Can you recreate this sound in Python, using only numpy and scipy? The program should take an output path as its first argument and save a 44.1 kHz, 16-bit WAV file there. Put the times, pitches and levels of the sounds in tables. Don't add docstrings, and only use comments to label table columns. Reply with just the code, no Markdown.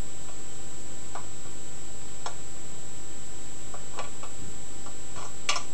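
import sys
import numpy as np
from scipy import signal
from scipy.fft import rfft, irfft
from scipy.io import wavfile

SR = 44100
rng = np.random.default_rng(int(sys.argv[2]) if len(sys.argv) > 2 else 0)


def generate_wav(sig):
    pcm = np.round(np.clip(np.atleast_2d(sig).T, -1, 1) * 32767).astype(np.int16)
    wavfile.write(sys.argv[1], SR, pcm)


N = 252693
TIME = np.arange(N) / SR
SHORT = TIME[:2 ** 13 + 2 ** 12]

# [f/Hz, relative level/dB, time to fade by 60 dB/s]
BENCH = [(88, -4.5, 0.062), (128, 1.5, 0.03), (183, -7.5, 0.075), (275, -6, 0.044), (382, -1, 0.086)]
# [f/Hz, relative level/dB, time to fade by 60 dB/s]
LOCK = [(1007, 0, 0.24), (1020, -3, 0.032), (1123, -3, .1), (1150, 4, 0.21), (1365, -2.5, .14),
        (1435, -5, 0.27)]


def from_db(db):
    return 10 ** (np.asarray(db) / 20)


def rms_one(x):
    return x / np.sqrt(np.mean(x ** 2) + 1e-20)


def add(track, s, sound):
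    at = int(round(s * SR))
    track[at:at + len(sound)] += sound[:N - at]


def noise(gain):
    white = rng.standard_normal(2 * len(gain) - 2)
    return rms_one(irfft(rfft(white) * gain)[:N])


def background():
    # [f/Hz, relative level per Hz/dB]
    floor = [(20, 18), (40, 14.5), (110, 15.5), (300, 11.5), (700, 8), (1100, 5), (1800, 2), (3500, 0),
             (5000, -1), (8500, -1), (10000, -4.5), (11300, -9), (12500, -20), (13600, -25)]
    floor_db = -47.5
    # [centre f/Hz, half-width/Hz, rms level/dB]
    hiss_peaks = [(3087, 105, -65), (3850, 110, -68), (6630, 81, -67)]
    # [f/Hz, rms level/dB]
    hum = [(49.2, -67), (49.9, -57.5), (99.8, -64), (149.8, -57), (249.7, -62), (296, -61.5),
           (345.5, -58.5), (440, -62.5), (493, -66), (538, -71.5), (790, -66)]

    hz = np.maximum(np.fft.rfftfreq(2 ** 18, 1 / SR), 1)
    points, levels = np.transpose(floor)
    floor_shape = from_db(np.interp(np.log(hz), np.log(points), levels))
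    power = (from_db(floor_db) * rms_one(floor_shape)) ** 2
    for centre, width, db in hiss_peaks:
        peak = 1 / (1 + ((hz - centre) / width) ** 2)
        power += (from_db(db) * rms_one(peak)) ** 2
    out = np.sqrt(power.mean()) * noise(np.sqrt(power))

    knots = TIME[::2 ** 11]
    for pitch, db in hum:
        drift = 0.039 * np.cumsum(rng.standard_normal(len(knots)))
        wander = np.interp(TIME, knots, drift) + rng.uniform(0, 2 * np.pi)
        out += from_db(db) * np.sqrt(2) * np.sin(2 * np.pi * pitch * TIME + wander)
    return out


def whine():
    slip_round = [.2, .4, .6, .8, 0, .2, .6]
    whine_hz, whine_db, sag_hz = 7703.9, -46.5, 553
    first_frame_s, frame_s = .0195, .034597
    round_start_s, slip_step_s = .07, .258

    frames = np.arange(first_frame_s, N / SR, frame_s)
    steps = np.floor((frames - round_start_s) / slip_step_s).astype(int)
    sag = np.zeros(N)
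    for s, cycles in zip(frames, np.take(slip_round, steps, mode="wrap")):
        length = cycles / sag_hz
        add(sag, s - length / 2, np.full(int(round(length * SR)), float(sag_hz)))
    phase = 2 * np.pi * np.cumsum(whine_hz - sag) / SR
    return from_db(whine_db) * np.sqrt(2) * np.sin(phase)


def chatter(length):
    rebounds = rng.standard_normal(len(SHORT)) * (rng.random(len(SHORT)) < .1)
    force = rebounds * np.exp(-SHORT / length)
    force /= np.sqrt(np.sum(force ** 2)) + 1e-9
    force[0] += 1
    return force


def surroundings(early_db, early_s):
    room_t60_s, room_db = 0.31, -2
    early, late = rng.standard_normal((2, len(SHORT)))
    early = early * (SHORT > .002) * np.exp(-SHORT / early_s)
    late = late * (1 - np.exp(-SHORT / 0.022)) * from_db(-60 * SHORT / room_t60_s)
    echoes = from_db(early_db) * rms_one(early) + from_db(room_db) * rms_one(late)
    response = echoes / np.sqrt(len(SHORT))
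    response[0] += 1
    return response


def unit_attack(x):
    attack = x[..., :int(.015 * SR)]
    return x / np.sqrt(np.mean(attack ** 2, axis=-1, keepdims=True) + 1e-20)


def strike(modes, forces, rooms, scatter_db, crack_db, crack_s, tilt_db=0):
    hz, db, t60 = np.transpose(modes)
    db = db + np.outer(tilt_db, np.log2(hz / hz[0]))
    swing = np.sin(2 * np.pi * np.outer(hz, SHORT))
    rings = rfft(swing * np.exp(-np.log(1000) * SHORT / t60[:, None]))
    cracks = rfft(swing * SHORT * np.exp(-SHORT / crack_s))
    force = rfft(forces)
    echoed_force = force * rfft(rooms)

    out = 0
    for shapes, drive, gain_db in (rings, force, db), (cracks, echoed_force, db + crack_db):
        taken_up = np.sqrt(np.abs(drive) ** 2 @ np.abs(shapes.T) ** 2)
        scattered_db = gain_db + scatter_db * rng.standard_normal(taken_up.shape)
        strength = from_db(scattered_db) / taken_up
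        signs = rng.choice([-1, 1], taken_up.shape)
        out = out + drive * ((strength * signs) @ shapes)
    radiated = signal.butter(2, [.7 * hz[0], 1.2 * hz[-1]], "band", fs=SR, output="sos")
    return unit_attack(signal.sosfilt(radiated, irfft(out)))


def share(modes, hardness):
    part, body = (np.log2(np.array(table)[:, 0]).mean() for table in (modes, LOCK))
    return hardness * (part - body)


def picking():
    # [t/s, level/dB, hardness/dB per octave, extra ring of the pick/dB, chatter decay time/s]
    clicks = [(0.283, -51, -1.5, 6, 0.0052), (1.151, -39, -3, 1.5, 0.0022), (1.4515, -54, -4, 0, 0.0053),
              (2.2599, -33.5, 1, -1, 0.0025), (3.7383, -42.5, -2.5, -9, 0.0014),
              (3.97, -44.5, -4.5, 1, 0.0084), (3.989, -35, -1, 5, 0.0019), (4.041, -50.5, -1, 12, .003),
              (4.229, -42, -2, 2.5, 0.0059), (4.861, -44.5, -1, -6, 0.0028), (5.2476, -44, 2, -10, .003),
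              (5.4893, -31.5, 3, 9.5, 0.0024), (5.4924, -38.5, 8, 1.5, 0.0016), (5.4983, -37, 2.5, 9, .003),
              (5.5265, -48.5, -1.5, 23, 0.0034), (5.557, -31.5, 3.5, -3.5, 0.0061)]
    # [f/Hz, relative level/dB, time to fade by 60 dB/s]
    vice = [(426, -10, .06), (488, -9, 0.038), (585, -4, 0.41), (615.5, -3.5, 0.15), (704, -0.5, 0.18),
            (809, 0, 0.099)]
    # [f/Hz, relative level/dB, time to fade by 60 dB/s]
    pick = [(2008, -8, 0.15), (2375, -1, 0.087), (2300, 0.5, 0.096), (2520, -2.5, 0.13), (2680, -5, 0.03),
            (2887, -2.5, 0.15), (3190, -5, 0.035), (3340, -1, 0.16), (3570, -13, .06), (3950, -11, .06),
            (4106, -3, 0.1), (4340, -7, 0.066)]
    # [f/Hz, relative level/dB, time to fade by 60 dB/s]
    pins = [(4690, -5.5, 0.069), (5420, -0.5, 0.037), (5400, 7.5, 0.096), (5540, -6, .04), (5850, -1, 0.13),
            (6220, 4.5, 0.055), (6320, 1, 0.054), (6820, 2, 0.027), (6930, -9, .05), (7856, -1.5, 0.025),
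            (8390, -18, .04), (9300, -11, .03), (10560, -20, 0.0092), (11800, -25, .008)]
    bench_db, vice_db, pick_db, pins_db = -18, -2.5, -7.5, -9

    times, db, hardness, pick_ring_db, lengths = np.transpose(clicks + catches())
    pick_tilt = 2 + 1.0 * hardness - 0.68 * pick_ring_db
    forces = np.array([chatter(length) for length in lengths])
    rooms = np.array([surroundings(early_db=4.0, early_s=0.015) for s in times])

    bench_hits = strike(BENCH, forces, rooms, scatter_db=4.0, crack_db=5.0, crack_s=0.0019, tilt_db=9.0)
    vice_hits = strike(vice, forces, rooms, scatter_db=2.0, crack_db=-2.0, crack_s=0.0011)
    lock_hits = strike(LOCK, forces, rooms, scatter_db=-1.5, crack_db=-0.5, crack_s=0.0012)
    pick_hits = strike(pick, forces, rooms, scatter_db=2.5, crack_db=3.0, crack_s=0.00051,
                       tilt_db=pick_tilt)
    pin_hits = strike(pins, forces, rooms, scatter_db=1.5, crack_db=0.0, crack_s=0.00036)
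    parts = [(bench_db, bench_hits),
             (vice_db + share(vice, hardness), vice_hits),
             (0, lock_hits),
             (pick_db + share(pick, hardness) + pick_ring_db, pick_hits),
             (pins_db + share(pins, hardness), pin_hits)]
    hits = sum(from_db(db + part_db)[:, None] * sound for part_db, sound in parts)

    out = np.zeros(N)
    for s, hit in zip(times, hits):
        add(out, s, hit)
    return out


def bumps():
    # [t/s, peak level/dB, chatter decay time/s]
    pushes = [(1.451, -36, .0074), (3.983, -36, .012), (4.392, -39, .02), (4.42, -33.5, 0.024),
              (4.482, -37.5, 0.0061), (5.17, -33, 0.016)]
    forces = np.array([chatter(length) for s, db, length in pushes])
    rooms = np.array([surroundings(early_db=-9.5, early_s=0.013) for row in pushes])
    thuds = strike(BENCH, forces, rooms, scatter_db=0.0, crack_db=-3.5, crack_s=0.0051)
    out = np.zeros(N)
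    for (s, db, length), thud in zip(pushes, thuds):
        add(out, s, from_db(db) * thud / np.abs(thud).max())
    return out


def catches():
    # [t/s, length/s, level/dB, hardness/dB per octave]
    drags = [(3.932, .03, -52.5, -3), (5.1545, .074, -47, 0.5)]
    catches_per_s, chatter_s, pick_ring_db = 60, 0.0051, 2
    rows = []
    for start, length, db, hardness in drags:
        for s in np.arange(start, start + length, 1 / catches_per_s):
            late = rng.uniform(0, 0.36)
            uneven = rng.standard_normal()
            rows.append((s + late / catches_per_s, db + uneven, hardness, pick_ring_db, chatter_s))
    return rows


def scene():
    return (picking() + bumps() + background() + whine())[None]


def record(dry):
    cutoff_hz, offset = 14400, -.0951
    low_pass = signal.cheby2(12, 60, cutoff_hz, fs=SR, output="sos")
    return signal.sosfilt(low_pass, dry) + offset


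dry = scene()
out = record(dry)
generate_wav(out)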